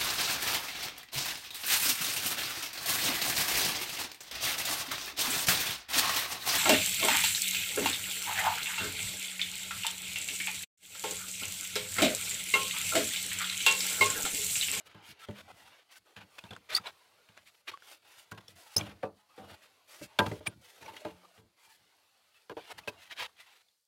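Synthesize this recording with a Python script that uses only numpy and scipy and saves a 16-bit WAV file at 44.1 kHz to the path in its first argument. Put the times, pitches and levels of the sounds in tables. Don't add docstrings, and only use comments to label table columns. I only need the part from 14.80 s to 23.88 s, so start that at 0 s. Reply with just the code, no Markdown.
import sys
import numpy as np
from scipy import signal
from scipy.fft import rfft, irfft, next_fast_len
from scipy.io import wavfile
from scipy.ndimage import uniform_filter1d, map_coordinates

SR = 44100
rng = np.random.default_rng(int(sys.argv[2]) if len(sys.argv) > 2 else 0)


def wav_record(signal):
    frames = np.transpose(np.atleast_2d(signal))
    bounded = np.clip(frames, -1, 1)
    quanta = np.round(bounded * 32767).astype(np.int16)
    wavfile.write(sys.argv[1], SR, quanta)


def ratio_of_db(decibels):
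    return 10 ** (np.asarray(decibels, float) / 20)


N = 400286


def unit(x):
    return x / np.sqrt(np.mean(x ** 2) + 1e-20)


def coloured(x, spectrum):
    size = next_fast_len(len(x) + 8192)
    hz, db = np.transpose(spectrum)
    log_hz = np.log(np.fft.rfftfreq(size, 1 / SR) + 1)
    gain = ratio_of_db(np.interp(log_hz, np.log(hz), db, left=-120, right=-120))
    return unit(irfft(rfft(x, size) * gain, size)[:len(x)])


def wobble(rate_hz):
    knots = rng.standard_normal(int(N / SR * 400) + 4)
    return map_coordinates(knots, [np.arange(N) * rate_hz / SR])


def add_at(out, start_s, sound):
    out[..., round(start_s * SR):][..., :sound.shape[-1]] += sound


def friction():
    # hz, density_db (per Hz)
    rub_spectrum = [(530, -42), (900, -16.5), (972, -8.5), (1090, -8.5), (1510, -5), (1970, -2.5),
                    (2610, -2.5), (2820, -2), (3580, -4), (7000, -23), (9100, -52), (15400, -120)]
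    hiss_spectrum = [(2650, -17.5), (4500, -1), (5930, -3), (6460, -4), (11500, -5.5), (15100, -11.5),
                     (16000, -13)]
    hollow_spectrum = [(160, -45), (280, -18), (477, -10), (546, -11), (619, -9.5), (683, -8.5), (886, -9),
                       (1030, -13), (1500, -13), (1950, -39.5), (3300, -120)]
    rumble_spectrum = [(21, -49.5), (35, -23), (86, 1), (150, -6), (201, -3.5), (233, -10.5), (330, -8),
                       (430, -37.5), (730, -120)]
    slow = handling()
    judder = ratio_of_db(2.3 * wobble(60) + 1.0 * wobble(250))
    rub_gain, hiss_gain, hollow_gain = np.sqrt(slow[:3] ** 2 + scrape_power() * judder ** 2)
    rub = rub_gain * coloured(resonant(grains(spread_db=2.0), depth_db=2.9), rub_spectrum)
    hiss = hiss_gain * coloured(resonant(grains(spread_db=2.0), depth_db=2.1), hiss_spectrum)
    hollow = hollow_gain * coloured(resonant(grains(spread_db=1.5), depth_db=3.9), hollow_spectrum)
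    rumble = slow[3] * coloured(rng.standard_normal(N), rumble_spectrum) * ratio_of_db(2.5 * wobble(18))
    return rub + hiss + hollow + rumble


def grains(spread_db):
    return rng.standard_normal(N) * ratio_of_db(spread_db * rng.exponential(size=N))


def resonant(x, depth_db):
    z = signal.stft(x, nperseg=1024)[2]
    field = uniform_filter1d(rng.standard_normal(z.shape), size=3, axis=0)
    field = uniform_filter1d(field, size=7, axis=1)
    return signal.istft(z * ratio_of_db(depth_db * unit(field)), nperseg=1024)[1][:N]


def scrape_power():
    # start_s, length_s, rub_db, hollow_over_rub_db, peak_position (0-1)
    scrapes = [(0.794, 0.25, -63, -3, 0.83), (1.09, 0.1, -62, -9, 0.6), (1.368, 0.04, -51, -3.5, 0.1),
               (1.4, 0.045, -56, -3, 0.3), (0.84, 0.08, -62, -6, 0.6), (0.09, 0.055, -63, -9, 0.5),
               (5.46, 0.018, -42, 0, 0.4), (4.232, 0.035, -58, 6, 0.1), (4.6, 0.08, -68, 9, 0.4),
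               (7.7, 0.035, -56, 8, 0.2), (7.772, 0.04, -54, 8, 0.2), (6.03, 0.08, -57, -3, 0.75),
               (1.585, 0.014, -45, -6.5, 0.39), (1.713, 0.073, -57, 5.5, 0), (1.893, 0.07, -41, -6.5, 0.37),
               (2.04, 0.073, -45, -1.5, 0.5), (2.576, 0.028, -55.5, -5.5, 0),
               (2.876, 0.036, -40.5, -8.5, 0.38), (2.921, 0.032, -50, -1.5, 0.05),
               (0.15, 0.14, -67, 3, 0.2), (1.94, 0.052, -44, -16, 0.65), (3.58, 0.016, -49.5, 2.5, 0.24),
               (4.028, 0.12, -55.5, -3, 0.3), (6.159, 0.036, -51, -21.5, 0.54), (6.188, 0.15, -61, -5, 0.6),
               (7.78, 0.12, -55.5, -6, 0.4), (8.299, 0.044, -45, -12, 0.44),
               (8.364, 0.11, -38.5, -13.5, 0.53)]
    brushes = [(0, 0.013, -64.5, -3.5, 0.4), (0.057, 0.03, -56, -8, 0.62), (0.225, 0.115, -53.5, -21, 0.7),
               (0.392, 0.065, -52.5, -25, 1), (0.511, 0.008, -55, -9, 0.4), (2.742, 0.015, -63, -11, 0.63),
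               (3.55, 0.0073, -60.5, -8, 0.31), (3.607, 0.015, -60.5, -6, 0.37),
               (4.035, 0.01, -58, -7, 0.4), (4.093, 0.015, -54.5, -4, 0.4), (5.663, 0.02, -36, -12, 0.5),
               (0.552, 0.068, -53, -1, 0.83), (0.675, 0.043, -61.5, 6, 0.99), (1.258, 0.13, -70, 1.5, 0),
               (1.645, 0.036, -58, 4, 0.052), (2.657, 0.049, -57.5, -30, 0.55), (3.972, 0.059, -46, 4.5, 0),
               (4.675, 0.087, -53.5, 1, 0.68), (4.819, 0.058, -57.5, -11.5, 0.36),
               (5.656, 0.012, -41, 1.5, 1), (6.026, 0.014, -57, -1, 0.3), (6.045, 0.035, -59, 8, 0.7),
               (6.082, 0.026, -53, -5, 0.15), (6.125, 0.022, -61, -16, 0.7), (6.167, 0.011, -54, -19, 0.35),
               (6.2, 0.02, -58, -6, 0.5), (6.425, 0.045, -67.5, 7, 0.56), (7.549, 0.099, -67.5, -18, 0),
               (7.891, 0.04, -48.5, -0.5, 0.73), (7.977, 0.029, -49.5, -6, 0.41),
               (8.082, 0.024, -38.5, -2.5, 0.088), (8.18, 0.11, -57, -28, 0.51),
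               (8.566, 0.099, -60.5, -12, 0.42), (8.661, 0.17, -63, -8.5, 0.12)]
    wipes = [(1.11, 0.08, -60, -11, 0.8), (1.53, 0.04, -68, -9, 0.6), (0.24, 0.09, -62, -25, 0.4),
             (0.057, 0.025, -62, -20, 0.5), (1.928, 0.056, -44.5, -9.5, 0.84),
             (3.045, 0.14, -60, -3.5, 0.52), (3.319, 0.14, -62.5, -24, 0.6), (3.686, 0.05, -61.5, -22, 0),
             (3.758, 0.14, -60, -3, 0.43), (3.887, 0.066, -56, -7.5, 0.99),
             (5.078, 0.15, -57.5, -4.5, 0.38), (5.212, 0.062, -53.5, -22, 0.3),
             (5.813, 0.24, -65.5, -15, 0.2), (6.549, 0.058, -71, 2, 0.11), (6.79, 0.19, -66.5, -11.5, 0.67),
             (3.518, 0.018, -57.5, -18, 0.19), (3.682, 0.0087, -58, -20, 0.43)]
    shuffles = [(0.48, 0.055, -74, 0, .35), (.74, 0.19, -66, -0.5, .5), (1.5, 0.24, -67, -0.5, 0.42),
                (1.93, 0.35, -68.5, -2, 0.35), (3.0, 0.17, -61, -20, 0.63), (3.25, 0.21, -62.5, -2, 0.21),
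                (3.96, 0.13, -56.5, -12, 0.21), (4.56, 0.12, -64.5, -1.5, 0.15),
                (5.39, 0.22, -54.5, -17.5, .15), (5.96, 0.38, -62.5, 0.5, 0.3), (6.2, 0.44, -71.5, 3, 0.12),
                (7.79, 0.11, -66, -8, 0.93), (8.0, 0.21, -75, 11, 0.56)]
    plateau = 0.15
    total = np.zeros((3, N + SR))
    for rows, hiss_over_rub_db in [(scrapes, -14), (brushes, -7.5), (wipes, 0.4), (shuffles, -3.5)]:
        for start_s, length_s, rub_db, hollow_db, top in rows:
            u = np.linspace(0, 1, int((0.96 * length_s + 0.013) * SR))
            top = np.clip(top, .05, .95)
            tent = np.where(u < top, u / top, (1 - u) / (1 - top))
            shape = np.sin(np.pi / 2 * tent) ** (2.0 + 0.081 / length_s)
            shape = shape + plateau * np.clip(np.minimum(u, 1 - u) * length_s / .011, 0, 1) ** 3
            layer_db = rub_db - 0.5 + np.array([[0], [hiss_over_rub_db], [hollow_db]])
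            add_at(total, max(start_s - .008, 0), ratio_of_db(layer_db) ** 2 * shape)
    return total[:, :N]


def handling():
    # time_s, grip_movement_db
    grip = [(0.0, -63.5), (0.48, -60), (1.26, -73), (1.59, -65), (2.45, -66.5), (4.02, -67), (4.34, -69),
            (4.77, -64), (5.08, -70), (5.33, -62.5), (5.78, -63.5), (6.16, -66), (6.64, -67.5),
            (7.751, -73), (7.93, -63.5), (8.54, -63.5), (8.941, -81), (9.07, -91)]
    # start_s, peak_db, length_s
    leans = [(0.037, -63, 0.11), (0.27, -53, 0.071), (0.599, -58, 0.098), (0.686, -60, 0.086),
             (0.795, -61.5, 0.16), (1.168, -68, 0.08), (1.42, -53, 0.055), (1.765, -58, 0.069),
             (1.903, -51, 0.093), (2.535, -68, 0.082), (2.886, -63, 0.062), (3.353, -71, 0.074),
             (3.703, -58.5, 0.099), (4.064, -53, 0.16), (4.59, -49, 0.11), (4.699, -53, 0.072),
             (5.204, -42.5, 0.069), (5.999, -55, 0.13), (6.268, -53, 0.11), (6.617, -62, 0.07),
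             (6.918, -71, 0.15), (7.92, -55.5, 0.13), (8.373, -59, 0.11)]
    usual_grip_db, rumble_db = -71, -20
    rock_db, rock_peak_s, lean_db = -12, 0.039, -8.5
    time_s, grip_db = np.transpose(grip)
    swing_db = np.interp(np.arange(N) / SR, time_s, grip_db) - usual_grip_db
    layers_db = np.array([-3.5 + swing_db, -5 + 0.38 * swing_db, -6 + 1.16 * swing_db])
    foam = ratio_of_db(usual_grip_db + layers_db) * stillness()
    rocking = np.zeros(N + SR)
    u = np.arange(SR // 2) / (rock_peak_s * SR)
    for start_s, db, thud_db, *_ in blows():
        add_at(rocking, start_s, (ratio_of_db(db + thud_db + rock_db) * u * np.exp(1 - u)) ** 2)
    for start_s, db, length_s in leans:
        add_at(rocking, start_s, ratio_of_db(db + lean_db) ** 2 * np.hanning(int(length_s * SR)))
    rumble = np.sqrt(ratio_of_db(usual_grip_db + rumble_db + swing_db) ** 2 + rocking[:N])
    return np.vstack([foam, rumble])


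def stillness():
    # start_s, length_s, rub_and_hollow_drop_db, hiss_drop_db
    pauses = [(0.018, 0.035, 5, 8), (0.09, 0.14, 0, 8), (0.34, 0.055, 2, 8), (0.453, 0.019, 2.5, 8),
              (1.006, 0.092, 3, 4), (2.0, 0.04, -3, 3), (2.64, 0.17, 5, -1), (2.817, 0.042, 9.5, 7),
              (3.185, 0.04, 6, 4), (3.735, 0.028, 1, 2), (4.28, 0.08, 7, 4), (4.419, 0.071, 6, 4),
              (5.575, 0.03, 5, 4), (5.744, 0.07, 9.5, 2), (6.61, 0.16, 9, 6), (1.195, 0.06, 4, 4),
              (1.79, 0.05, 3, 3), (8.504, 0.085, 6, 3.5)]
    drop_db = np.zeros((3, N))
    for start_s, length_s, dull_db, hiss_db in pauses:
        drop_db[:, round(start_s * SR):round((start_s + length_s) * SR)] = [[dull_db], [hiss_db], [dull_db]]
    return ratio_of_db(-uniform_filter1d(drop_db, size=500, axis=1))


def knocks():
    # hz, level_db, t60_s
    panel_modes = [(310, -9, .16), (441, -6, .17), (590, -4, .15), (770, -9, .12), (884, 0, .13),
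                   (988, -2, .14), (1210, -10, .08), (1603, 1, .11), (1930, -9, .045), (2530, -13, .035),
                   (3090, -12, .03)]
    # hz, level_db, t60_s
    pallet_modes = [(105.4, -1.5, 0.19), (202, -2, 0.15), (78.4, -11, 0.084), (161, -6.5, 0.19)]
    # hz, density_db (per Hz)
    body_spectrum = [(150, -35.5), (260, -3), (500, -4.5), (900, -8.5), (1400, -10.5), (3200, -29)]
    # hz, density_db (per Hz)
    crack_spectrum = [(700, -25.5), (1500, -2.5), (3500, -1), (6000, -20), (15000, -22.5)]
    soft_rise_s = 0.0009
    low_pass = signal.butter(2, 950, fs=SR, output="sos")
    out, t = np.zeros(N + SR), np.arange(SR // 2) / SR
    for start_s, db, thud_db, crack_db, tone_hz, t60_s in blows():
        t60_s = max(t60_s, .02)
        contacts = rng.standard_normal(900) * ratio_of_db(9 * rng.exponential(size=900) - 60 * t[:900] / .04)
        contacts[0] = 2.4 * abs(contacts).max()
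        struck = ring([(tone_hz, 0, t60_s), (1.7 * tone_hz, -7, 0.14 * t60_s)], t, 0.79)
        shared = ring(panel_modes, t, t60_s / .12, high_db=min(2.2 * crack_db, 2))
        modes = signal.fftconvolve(shared + 1.5 * struck, contacts)[:len(t)]
        rise_s = soft_rise_s * ratio_of_db(-0.55 * crack_db)
        modes = peak_one(modes * (1 - np.exp(-t / rise_s)))
        body = 0.33 * dying_noise(body_spectrum, t, 1.6 * t60_s) * (1 - np.exp(-t / .0015))
        deep = signal.sosfilt(low_pass, body)
        body = deep + 1.4 * (body - deep) * ratio_of_db(-60 * t / (1.1 * t60_s))
        thud = peak_one(ring(pallet_modes, t, t60_s / 0.23) * (1 - np.exp(-t / 0.0091)))
        crack = dying_noise(crack_spectrum, t, 0.31 * t60_s) * (1 - np.exp(-t / 0.00037))
        sound = modes + body + ratio_of_db(thud_db + 11.0) * thud + ratio_of_db(crack_db - 5.5) * crack
        add_at(out, start_s - .0008, ratio_of_db(db + 0.5) * sound)
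    return out[:N]


def blows():
    # start_s, peak_db, edge_crack_db, strongest_tone_hz, t60_s
    drops = [(0.147, -49.5, -2, 480, 0.22), (0.487, -38, -9, 399, 0.12), (1.365, -51, 5.5, 850, 0.29),
             (1.639, -48, 4, 306, 0.093), (1.707, -45, 3, 750, 0.13), (1.997, -49.5, 5, 776, 0.076),
             (2.489, -59.5, 9, 770, 0.14), (3.517, -43, -2, 1087, 0.21), (3.578, -50, -1, 424, 0.13),
             (3.683, -59.5, -20, 493, 0.21), (3.963, -33.5, -4.5, 435, 0.16), (4.009, -40, -8, 301, 0.32),
             (5.464, -32.5, -3, 907, 0.14), (5.514, -34, -9.5, 390, 0.13), (5.674, -37, 6, 330, 0.085),
             (6.578, -56, 0, 448, 0.25)]
    panel_hits = [(0.689, -52, -4, 437, 0.057), (4.233, -26, -19.5, 536, 0.13),
                  (4.578, -42, -9.5, 498, 0.31), (5.213, -40.5, -26, 440, 0.084),
                  (5.3885, -15.5, 1.5, 904.5, 0.17), (5.607, -44, -10, 608, 0.08),
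                  (6.081, -45.5, -3, 896, 0.46), (6.25, -29.5, -7, 622, 0.12), (7.697, -35, -2, 435, 0.065),
                  (7.714, -38.5, -23, 451, 0.056), (7.769, -35, -7, 470, 0.06),
                  (8.076, -29.5, -2, 434, 0.072)]
    kinds = [(drops, -10), (panel_hits, -27)]
    return sorted((start_s, db, thud_db, *rest) for rows, thud_db in kinds for start_s, db, *rest in rows)


def ring(modes, t, slower, high_db=0):
    hz, db, t60_s = np.transpose(modes)[:, :, None]
    strength, sign, detune = rng.standard_normal((3, len(modes), 1))
    lift_db = high_db * np.clip(np.log2(hz / 520) / 1.6, 0, 1)
    decay = ratio_of_db(db + lift_db + 1.5 * strength - 60 * t / (slower * t60_s))
    return (np.sign(sign) * decay * np.sin(2 * np.pi * hz * (1 + 0.006 * detune) * t)).sum(0)


def dying_noise(spectrum, t, t60_s):
    return coloured(rng.standard_normal(len(t)), spectrum) * ratio_of_db(-60 * t / t60_s)


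def peak_one(x):
    return x / abs(x).max()


def rings():
    # start_s, peak_db, pitch_hz, t60_s
    tones = [(0.492, -37, 201.5, 0.25), (3.966, -41, 205.4, 0.33), (3.966, -39.5, 606, 0.12),
             (4.232, -29, 749, 0.084), (4.232, -39, 1170, 0.14), (4.234, -47.5, 202, 0.32),
             (4.39, -67.5, 1254, 0.2), (4.39, -66, 847, 0.28), (4.505, -60, 1240, 0.14),
             (4.585, -45, 769, 0.25), (4.59, -50, 205, 0.4), (5.39, -21, 1593, 0.1),
             (5.39, -27.5, 199, 0.19), (5.39, -32.5, 580, 0.16), (5.392, -36, 101.6, 0.5),
             (5.56, -45.5, 507, 0.1), (5.68, -47, 126, 0.12), (5.685, -46, 217, 0.14),
             (6.216, -45, 606, 0.1), (6.255, -37, 325, 0.15), (6.26, -54.5, 180, 0.6)]
    rise_cycles = 1.4
    out, t = np.zeros(N + SR), np.arange(SR // 2) / SR
    for start_s, db, hz, t60_s in tones:
        decay = ratio_of_db(db - 60 * t / t60_s)
        add_at(out, start_s, decay * np.sin(2 * np.pi * hz * t) * (1 - np.exp(-t * hz / rise_cycles)))
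    return out[:N] * ratio_of_db(1.8 * wobble(70))


def squeaks():
    # start_s, length_s, pitch_hz, level_db, swell_share (of the length)
    slips = [(0.39, 0.072, 1330, -50, 0.8), (1.1, 0.09, 1530, -59, 0.8), (1.68, 0.03, 2700, -58, 0.5),
             (7.985, 0.01, 4800, -50, 0.4), (7.8, 0.12, 2800, -60, 0.8), (8.385, 0.07, 2600, -48, 0.6),
             (8.16, 0.1, 2800, -62, 0.3), (0.23, 0.05, 3200, -60, 0.4), (1.946, 0.024, 4460, -18.5, 0.29),
             (1.96, 0.032, 4710, -23, 0.21), (1.982, 0.021, 1306, -31.5, 0.12),
             (2.059, 0.018, 3930, -36.5, 0.87), (2.933, 0.035, 1127, -39.5, 0.26),
             (3.964, 0.026, 5175, -14.5, 0.11), (3.98, 0.018, 6210, -22, 0.072),
             (4.009, 0.012, 3260, -33, 0.19), (4.01, 0.014, 2350, -35.5, 0.26),
             (5.389, 0.0053, 3470, -20, 0.75), (5.664, 0.019, 2386, -26.5, 0.67),
             (5.666, 0.029, 9110, -33, 0.41), (6.073, 0.063, 884, -42, 0.21),
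             (6.021, 0.071, 895, -50, 0.14), (6.78, 0.17, 890, -66, 0.85), (6.024, 0.02, 5930, -59, 0.44),
             (6.044, 0.028, 5800, -57, 0.7), (1.957, 0.018, 5220, -35, 0.45), (1.95, 0.035, 3500, -36, 0.5),
             (3.68, 0.012, 5500, -47, 0.3), (8.032, 0.02, 2550, -57, 0.4), (8.08, 0.028, 2580, -32.5, 0.1)]
    out = np.zeros(N + SR)
    drift, flutter_db = wobble(390), wobble(380)
    for start_s, length_s, hz, db, swell in slips:
        over_db = -21.5 + 12 * np.log2(hz / 2500)
        swell = np.clip(swell, .05, .95)
        u = np.arange(int(2.3 * length_s * SR)) / (length_s * SR)
        at = round(start_s * SR)
        span = slice(at, at + len(u))
        rise = np.sin(np.pi / 2 * u / swell) ** 2
        shape = np.where(u < swell, rise, ratio_of_db(-32 * (u - swell) / (1 - swell)))
        phase = 2 * np.pi * np.cumsum(hz * (1 + .012 * drift[span])) / SR
        overtones = np.cos(2 * phase) + 0.37 * np.cos(3 * phase) * (3 * hz < SR / 2)
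        tone = np.cos(phase) + ratio_of_db(over_db) * shape * overtones * (2 * hz < SR / 2)
        band = signal.butter(1, [0.98 * hz, 1.03 * hz], "band", fs=SR, output="sos")
        uneven_slips = signal.sosfilt(band, rng.standard_normal(len(u))) * np.sqrt(SR / hz)
        out[span] += ratio_of_db(db + flutter_db[span]) * shape * (tone + 0.9 * uneven_slips)
    return out[:N]


def ticks():
    # start_s, peak_db, pitch_hz, t60_s
    catches = [(1.5883, -35.5, 2550, 0.03), (1.366, -46, 1600, 0.02), (1.6395, -46, 3600, 0.015),
               (1.676, -52, 2600, 0.01), (1.708, -39, 3500, 0.035), (1.7338, -38.5, 3320, 0.017),
               (1.751, -46, 3500, 0.025), (1.764, -34, 1430, 0.011), (2.576, -38, 1590, 0.0074),
               (2.9743, -37.5, 1590, 0.0036), (3.0224, -43.5, 1470, 0.017), (3.518, -35, 1474, 0.035),
               (3.681, -44, 3440, 0.032), (4.23, -37, 2000, 0.01), (4.253, -50, 2700, 0.034),
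               (5.4645, -33, 1500, 0.02), (5.5154, -37, 2050, 0.037), (6.0294, -45, 1750, 0.031),
               (6.061, -41, 2200, 0.03), (6.144, -45, 2000, .015), (6.1663, -37, 2050, 0.02),
               (6.168, -40, 3180, 0.022), (4.255, -55, 2600, 0.08), (7.9844, -40.5, 1970, 0.037),
               (8.311, -40, 2900, 0.021), (8.59, -52, 2600, 0.03), (8.63, -52, 2000, 0.03),
               (8.885, -60, 3500, 0.03), (0.486, -44, 3200, 0.03)]
    out, t = np.zeros(N + SR), np.arange(2000) / SR
    for start_s, db, hz, t60_s in catches:
        snap = 0.5 * rng.standard_normal(len(t)) * ratio_of_db(-60 * t / (1.14 * t60_s))
        jitter_rad = 0.07 * np.cumsum(rng.standard_normal(len(t)))
        rib = np.sin(2 * np.pi * hz * t + jitter_rad) * ratio_of_db(-60 * t / t60_s)
        add_at(out, start_s, ratio_of_db(db) * (rib + snap) * (1 - np.exp(-t / (0.014 * t60_s))))
    return signal.sosfilt(signal.butter(2, 6000, fs=SR, output="sos"), out[:N])


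def wood():
    # hz, density_db (per Hz)
    leaf_spectrum = [(2800, -32), (3900, -6), (4300, -1), (5200, -13)]
    level_db, fade_s = -81, 0.18
    fade = np.clip((N - np.arange(N)) / (fade_s * SR), 0, 1) ** 2
    return fade * stillness()[1] * ratio_of_db(level_db) * coloured(rng.standard_normal(N), leaf_spectrum)


def scene():
    near = friction() + knocks() + rings() + squeaks() + ticks()
    return (near + wood())[None]


def roll_off(x):
    return signal.sosfilt(signal.butter(12, 16960, fs=SR, output="sos"), x)


def record(dry):
    low_cut = signal.butter(4, 55.4, "high", fs=SR, output="sos")
    top_cut = signal.cheby2(10, 45, 16900, fs=SR, output="sos")
    mix = signal.sosfilt(np.vstack([low_cut, top_cut]), dry)
    return roll_off(mix)


dry = scene()
out = record(dry)
wav_record(out)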